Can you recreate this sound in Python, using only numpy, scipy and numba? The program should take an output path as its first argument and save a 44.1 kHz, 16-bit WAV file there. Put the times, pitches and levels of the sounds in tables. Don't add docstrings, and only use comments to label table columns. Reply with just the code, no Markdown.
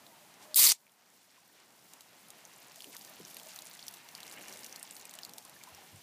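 import sys
import numpy as np
from scipy import signal
from scipy.fft import rfft, irfft, next_fast_len
from scipy.io import wavfile
from scipy.ndimage import uniform_filter1d
from numba import njit

SR = 44100
rng = np.random.default_rng(int(sys.argv[2]) if len(sys.argv) > 2 else 0)


def file_out(sig):
    cols = np.atleast_2d(sig).T
    lim = np.clip(cols, -1, 1)
    pcm = np.round(lim * 32767).astype(np.int16)
    wavfile.write(sys.argv[1], SR, pcm)


N = 265863


def undb(db):
    return 10 ** (np.asarray(db) / 20)


def curve(rows):
    s, db = np.transpose(rows)
    return undb(np.interp(np.arange(N) / SR, s, db, left=-200, right=-200))


def fall(t, t60):
    return np.exp(-np.log(1000) * t / t60)


def colour(x, points):
    hz, db = np.transpose(points)
    size = next_fast_len(N)
    f = np.maximum(np.arange(size // 2 + 1) * SR / size, 1)
    gain = undb(np.interp(np.log(f), np.log(hz), db))
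    y = irfft(rfft(x, size) * gain, size)[:N]
    return y / np.sqrt(np.mean(y ** 2))


def walk(rate, size=N):
    k = int(SR / rate)
    held = np.repeat(rng.standard_normal(size // k + 1), k)
    return uniform_filter1d(held, k)[:size]


def add(out, s, sound):
    i = int(s * SR)
    out[i:i + len(sound)] += sound[:max(N - i, 0)]


def band(x, low_hz, high_hz):
    return signal.sosfilt(signal.butter(2, [low_hz, high_hz], "band", fs=SR, output="sos"), x)


def ring(hz, t60, rise, glide=0.):
    t = np.arange(int(t60 * SR) + 9) / SR
    tone = np.sin(2 * np.pi * hz * t * (1 + glide * t / t60))
    y = fall(t, t60) * (1 - np.exp(-t / rise)) * tone
    return y / np.max(np.abs(y))


def splat(hz, t60, spray_db, spray_t60, low_hz):
    t = np.arange(2048) / SR
    spray_band = signal.butter(4, [low_hz, 14500.], "band", fs=SR, output="sos")
    hiss = signal.sosfilt(spray_band, rng.standard_normal(len(t)))
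    y = undb(spray_db) * hiss * fall(t, spray_t60) * (1 - np.exp(-t / 0.00018))
    thin = signal.butter(2, hz / 1.76, "high", fs=SR, output="sos")
    add(y, 0, signal.sosfilt(thin, ring(hz, t60, 1e-4)))
    return y


def grains(rate, spread_db, smear_s, cap=1.95):
    chance = rng.random((2, N))
    excess = np.minimum(-np.log(1 - chance[1]), cap)
    size = (chance[0] < rate / SR) * undb(spread_db * excess)
    swell = signal.lfilter([1], [1, -np.exp(-1 / (smear_s * SR))], size)
    return swell * rng.standard_normal(N)


def hollow(hz, width_hz):
    low_pass = signal.butter(2, width_hz / 2, fs=SR, output="sos")
    slow = signal.sosfilt(low_pass, rng.standard_normal((2, len(hz))))
    phase = 2 * np.pi * np.cumsum(hz) / SR
    y = slow[0] * np.cos(phase) + slow[1] * np.sin(phase)
    return y / np.std(y)


def patchy(x, edges, slow_db, quick_db):
    out = 0
    for hz in edges:
        low = signal.sosfilt(signal.butter(1, hz, fs=SR, output="sos"), x)
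        out = out + low * undb(slow_db * walk(6.0) + quick_db * walk(22))
        x = x - low
    return out + x * undb(slow_db * walk(3.97) + quick_db * walk(22))


def garden():
    # frequency in Hz, relative density in dB per Hz.
    hush_colour = [(15, -62.5), (25, -35), (118, -7.5), (172, -1.5), (465, -6), (592, -4.5), (754, -1.5),
                   (1040, -5), (1600, -7), (2100, -7), (4800, -10.5), (13300, -14.5), (15200, -15.5)]
    # time in seconds, level in dB.
    hush_level = [(0, -59), (2, -56), (4, -56.5), (4.5, -55.5), (5, -58), (6.03, -58)]
    noise = colour(rng.standard_normal(N), hush_colour)
    edges = (130., 300., 550., 1000., 1800., 3500.)
    return curve(hush_level) * patchy(noise, edges, slow_db=1.85, quick_db=2.0)


def gurgles():
    # start in seconds, peak in dB before the blur, starting pitch in Hz.
    bubbles = [(1.378, -53, 1010), (1.495, -55, 1760), (2.775, -53.5, 660), (3.076, -56, 1750),
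               (3.105, -55.5, 630), (3.108, -57, 956), (3.463, -51.5, 623), (3.756, -51.5, 1940),
               (4.245, -55, 2297), (4.624, -53, 2100), (4.841, -55, 887), (5.053, -48.5, 2440),
               (5.188, -52, 1710), (5.379, -52.5, 864), (5.452, -56, 1045), (5.564, -50.5, 1720),
               (5.613, -51, 2270), (5.672, -51, 962), (5.686, -53.5, 1020), (5.778, -54, 795)]
    out = np.zeros(N)
    for s, db, hz in bubbles:
        add(out, s, undb(db) * ring(hz, 0.0086 + 31 / hz, 2.6 / hz, glide=0.059))
    for when, pitch, size in rng.random((420, 3)):
        tone = ring(580. * 1.9 ** pitch, 0.055, 0.0059, glide=0.025)
        add(out, when * N / SR, undb(-63.5 - 5.2 * size) * tone)
    return out * (1 + 0.4 * walk(400))


def handling():
    # start in seconds, ping peak in dB, pitch in Hz.
    ticks = [(0.066, -41.5, 3900), (.341, -45, 6040), (.426, -49, 5200), (.867, -40, 2380),
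             (.879, -45, 2220), (.895, -45, 3300)]
    # centre in seconds, reach to either side in seconds, level in dB, pitch in Hz.
    shell_tones = [(0.113, .025, -64, 1980), (0.11, 0.022, -63, 770), (0.128, .03, -63, 930),
                   (0.234, .02, -62.5, 606), (0.51, .07, -57, 615)]
    out = np.zeros(N)
    for s, db, hz in ticks:
        add(out, s, undb(db) * splat(hz, 14 / hz, -4.0, spray_t60=0.0072, low_hz=3000.))
    for s, reach, db, hz in shell_tones:
        swell = np.hanning(int(2 * reach * SR))
        tone = np.sin(2 * np.pi * hz * np.arange(len(swell)) / SR)
        waver = 1 + .4 * walk(150)[:len(swell)]
        add(out, s - reach, undb(db) * swell * tone * waver)
    return out


def rustles():
    # centre in seconds, reach to either side in seconds, level in dB, middle of the band in Hz.
    swells = [(0.432, 0.046, -59, 4900), (1.214, 0.024, -59, 4600), (1.348, 0.062, -58.5, 1760),
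              (2.638, 0.042, -56.5, 4880), (2.933, 0.022, -52.5, 4500), (3.298, 0.059, -53, 8050),
              (3.502, 0.055, -54, 4500), (4.332, 0.025, -50.5, 6960), (4.517, 0.055, -55.5, 5500),
              (4.5, 0.43, -60.5, 400)]
    grit = grains(1500., 1.5, 0.0011)
    out = np.zeros(N)
    for s, reach, db, hz in swells:
        swell = np.hanning(int(2 * reach * SR))
        part = band(grit[int(s * SR):][:len(swell)], hz / 2.04, min(2.0 * hz, 19000.))
        add(out, s - reach, undb(db) * swell * part / np.std(part))
    return out


def pressure():
    leak_s, leak_db = .547, -44
    burst_s, burst_db, burst_rise_s, burst_from_db = .5585, -10, 0.011, -12
    bass_from_db, bass_rise_s = -15, 0.0094
    sag_db, sag_s = -5, 0.013
    snap_s, choke_s, choked_db, fade_db_s = 0.7238, 0.0022, -25.5, 598
    treble_db, early_db, early_s, late_db, late_s = 4.5, 3.75, 0.0096, -26.25, 0.015
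    t = np.arange(N) / SR
    since = np.maximum(t - burst_s, 0)
    until = np.maximum(snap_s - t, 0)
    choked = np.clip((t - snap_s) / choke_s, 0, 1)

    blow_db = np.where(t > burst_s, burst_db, leak_db)
    blow_db = blow_db + burst_from_db * np.exp(-since / burst_rise_s) + sag_db * np.exp(-until / sag_s)
    dying_db = choked_db - fade_db_s * np.maximum(t - snap_s, 0)
    level_db = (1 - choked) * np.maximum(blow_db, leak_db) + choked * dying_db
    bright_db = treble_db + early_db * np.exp(-since / early_s) + late_db * np.exp(-until / late_s)

    level = undb(np.maximum(level_db, -200)) * (t > leak_s)
    treble = undb((1 - choked / 1.5) * bright_db)
    bass = undb(bass_from_db * np.exp(-since / bass_rise_s))
    return level, treble, bass


def jet():
    # frequency in Hz, relative density in dB per Hz.
    gas_colour = [(71, -72), (120, -32), (220, -19.5), (856, -21), (1600, -19.5), (2200, -8.5), (2720, -11),
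                  (2950, -8), (4510, -3.5), (6110, -3), (8800, -2.5), (10100, -6), (15200, -4.5)]
    # centre in Hz, width in Hz, level in dB re the jet before surging.
    opening = [(1101, 300, -29), (2250, 600, -24), (4404, 1200, -17)]
    # start in seconds, ping peak in dB, pitch in Hz, ping t60 in seconds,
    # drive of the crack noise in dB re the ping, low edge of the crack in Hz.
    tears = [(0.5443, -21.5, 4910, 0.0056, 6, 4000), (0.565, -9, 8130, .004, -4.5, 4530),
             (0.604, -5, 8800, .004, -3.5, 4000), (0.6672, 2, 4900, 0.004, -4, 3500),
             (0.672, -1.5, 4450, 0.0076, -6.5, 2980), (0.6998, 0, 4840, 0.003, 0, 4200),
             (0.7185, 0, 5800, 0.0015, 2, 1600)]
    wander, surge_db = .08, 3.5
    gas = colour(rng.standard_normal(N), gas_colour)
    mid = band(gas, 3060.0, 6500.0)
    top = band(gas, 7800.0, 19100.0)
    spit = undb(0.78 * walk(700))
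    swings_db = ((2.1, 1.0), (1.0, 0.98), (0.63, 0.51))
    sputter = [spit * undb(quick_db * walk(250) + slow_db * walk(59.9)) for quick_db, slow_db in swings_db]

    level, treble, bass = pressure()
    stream = (gas - mid - top) * sputter[0] * bass
    stream += mid * sputter[1] + top * sputter[2] * treble
    for hz, width_hz, db in opening:
        surge = undb(db + surge_db * walk(70, size=SR)) * bass[:SR]
        centre = hz * (1 + wander * walk(30, size=SR))
        add(stream, 0, surge * hollow(centre, width_hz))
    out = level * stream
    for s, db, hz, t60, crack_db, low_hz in tears:
        add(out, s, undb(db) * splat(hz, t60, crack_db, 0.0052, low_hz))
    return out


def patter():
    # frequency in Hz, relative density in dB per Hz.
    fizz_colour = [(900, -43), (1500, 9), (2400, -12), (5500, 5), (9000, -9), (14000, -13), (16000, 4.5)]
    # time in seconds, level in dB of its small drops once full-grown.
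    foam = [(.8, -60), (1.3, -54), (2.2, -64.5), (2.85, -59.5), (3.35, -59), (3.8, -57.5), (4.05, -65),
            (4.55, -56.5), (4.75, -61.5), (4.95, -56), (5.2, -62), (5.45, -63), (6.03, -69.5)]
    # time in seconds, level in dB.
    wash_level = [(.8, -71), (1.3, -73), (2.6, -65.5), (3.4, -81), (3.9, -68.5), (4.4, -57.5), (4.95, -64),
                  (5.2, -71), (6.03, -68)]
    fizz_db = -7
    fizz = colour(grains(600., 5.7, 0.00052), fizz_colour)
    small = 0
    for hz in (2600.0, 3800.0, 4620.0, 6270.0, 10400.0):
        small = small + band(grains(90., 6.5, 0.0006, cap=2.1), hz, min(1.7 * hz, 19000.))
    drips = undb(np.interp(np.arange(N) / SR, [1.44, 1.44 + 0.68], [-7.5, 0]))
    wash_colour = [(900, -27), (1800, 0.5), (2300, 2.0), (2550, -4.5), (2800, 3.0), (4200, -27)]  # (Hz, dB)
    wash = colour(grains(500., 3.5, 0.0033, cap=1.3), wash_colour)
    foaming = undb(fizz_db) * fizz + drips * small / np.std(small)
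    return curve(foam) * foaming + curve(wash_level) * wash


def drops():
    # time in seconds, to which 0.74 ms is added, ping peak in dB, pitch in Hz,
    # drive of the spray noise in dB re the ping.
    landings = [(1.9346, -40, 9150, 6), (2.0067, -47, 3140, 13), (2.284, -36.5, 10600, -10),
                (2.303, -38.5, 7630, 4), (2.4515, -33, 6500, -9), (2.758, -39, 7210, 1),
                (2.8047, -33, 3240, -6), (2.8206, -34.5, 4450, -5.5), (2.8424, -32.5, 2920, -6),
                (2.9473, -50, 3700, 14), (2.9655, -34, 4850, 1.5), (3.011, -38, 4700, -5),
                (3.0474, -37.5, 7050, 0), (3.25, -34, 5950, -13), (3.344, -32.5, 10600, -7),
                (3.367, -36, 2800, 2), (3.385, -38, 9000, -10), (3.3974, -40, 3200, 0),
                (3.4318, -40, 8000, -2), (3.4694, -41, 6500, 0), (3.56, -33.5, 6340, -3.5),
                (3.588, -36, 3980, 0), (3.6203, -32.5, 6900, -5), (3.6685, -37, 6680, -1),
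                (3.712, -39, 4400, -6), (3.75, -41.5, 4730, 2), (3.792, -37.5, 3430, -16),
                (3.8265, -33.5, 4560, -22), (3.866, -38, 5960, -2), (3.881, -26.5, 5330, -3.5),
                (3.9103, -38, 10800, -9), (3.938, -42, 9000, 3), (3.9422, -39.5, 5800, -4),
                (3.9695, -48, 5180, 5), (4.0873, -38.5, 4230, -2.5), (4.1502, -29, 4700, -9.5),
                (4.178, -42, 4940, -1), (4.2032, -44, 2800, 6), (4.2304, -34, 4100, -3.5),
                (4.266, -39.5, 4210, -3), (4.278, -35.5, 5800, -6), (4.2969, -34.5, 7900, -17),
                (4.312, -42, 4500, 2), (4.41, -41, 4000, -4), (4.482, -40.5, 5510, 3.5),
                (4.495, -40, 4800, -4), (4.5251, -33, 5720, -7), (4.536, -42, 4050, 4),
                (4.5714, -39, 7430, -1), (4.591, -34.5, 7740, -8), (4.6326, -36, 5140, -11),
                (4.644, -31.5, 6000, -5), (4.663, -36, 6500, 0), (4.694, -40.5, 5560, -3),
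                (4.7256, -32.5, 5900, -9), (4.7593, -32.5, 4670, -3.5), (4.7955, -41, 9570, 0.5),
                (4.8281, -28, 8700, -7), (4.909, -32, 8150, -6), (4.9527, -37, 8370, -9),
                (4.9654, -36, 4430, -3), (5.0115, -39, 6080, -5), (5.053, -35.5, 8100, -2),
                (5.0936, -35.5, 7150, -12), (5.11, -37, 8520, -9), (5.1374, -41.5, 8360, 5.5),
                (5.152, -35, 8300, -5), (5.1874, -35.5, 3040, 0.5), (5.2326, -29, 4870, -10),
                (5.2489, -33, 4440, -0.5), (5.293, -38, 4200, -3), (5.335, -38.5, 5650, 0.5),
                (5.3812, -33.5, 8100, 0), (5.4498, -36, 9700, -7), (5.495, -42, 11200, -0.5),
                (5.636, -38.5, 7100, 0.5), (5.687, -44, 11000, -3), (5.7472, -39, 5700, -6),
                (5.959, -47.5, 10000, -2)]
    out = np.zeros(N)
    for s, db, hz, spray_db in landings:
        add(out, s + 0.00074, undb(db) * splat(hz, 16 / hz, spray_db, spray_t60=0.014, low_hz=2950.0))
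    return out


def feet():
    # start in seconds, ring peak in dB, pitch in Hz, ring t60 in seconds.
    thuds = [(2.855, -57, 400, 0.1), (2.872, -50.5, 283, 0.085), (3.2, -47, 398, 0.025),
             (3.202, -53, 205, 0.11), (5.709, -63.5, 84, 0.17), (5.925, -53.5, 95.5, 0.12)]
    out = np.zeros(N)
    for s, db, hz, t60 in thuds:
        rumble = band(rng.standard_normal(8192), hz / 1.6, hz * 1.6)
        fade = fall(np.arange(len(rumble)) / SR, 2.9 * t60)
        add(out, s, undb(db) * ring(hz, t60, 1.6 / hz))
        add(out, s, undb(db - 4.0) * fade * rumble / np.std(rumble))
    return out


def slurp():
    start_s, length_s, level_db = 2.925, 0.044, -53.5
    from_hz, to_hz, width_hz = 3300, 849, 800
    swell = np.hanning(int(length_s * SR))
    out = np.zeros(N)
    hz = np.geomspace(from_hz, to_hz, len(swell))
    add(out, start_s, undb(level_db) * np.sqrt(swell) * hollow(hz, width_hz))
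    return out


def porch(near):
    t60_s, level_db = 0.044, -12
    t = np.arange(int(.15 * SR)) / SR
    tail = rng.standard_normal(len(t)) * fall(t, t60_s) * (t > .002)
    tail = undb(level_db) * tail / np.sqrt(np.sum(tail ** 2))
    return signal.fftconvolve(near, tail)[:N]


def scene():
    near = gurgles() + handling() + jet() + patter() + drops() + slurp()
    mono = garden() + rustles() + near + porch(near) + feet()
    return np.array([mono, mono])


@njit
def duck(want_db, attack, recover):
    out, g = np.empty(len(want_db)), 0.
    for i in range(len(want_db)):
        if want_db[i] < g:
            g = g + attack * (want_db[i] - g)
        else:
            g = min(g + recover, want_db[i])
        out[i] = g
    return out


def record(dry):
    knee_db, squeeze = -39.5, 0.34
    attack_s, recover_db_s = 0.0012, 4.5
    shelf_hz, top_hz = 15250, 16387
    power = signal.lfilter([1 / 882], [1, 1 / 882 - 1], dry[0] ** 2)
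    level_db = 10 * np.log10(power + 1e-12)
    want_db = -squeeze * np.maximum(level_db - knee_db, 0)
    y = dry * undb(duck(want_db, 1 / (attack_s * SR), recover_db_s / SR))
    y = signal.sosfilt(signal.butter(2, 65., "high", fs=SR, output="sos"), y)
    y = signal.sosfilt(signal.ellip(8, .2, 38, shelf_hz, fs=SR, output="sos"), y)
    return signal.sosfilt(signal.ellip(10, .2, 70, top_hz, fs=SR, output="sos"), y)


dry = scene()
out = record(dry)
file_out(out)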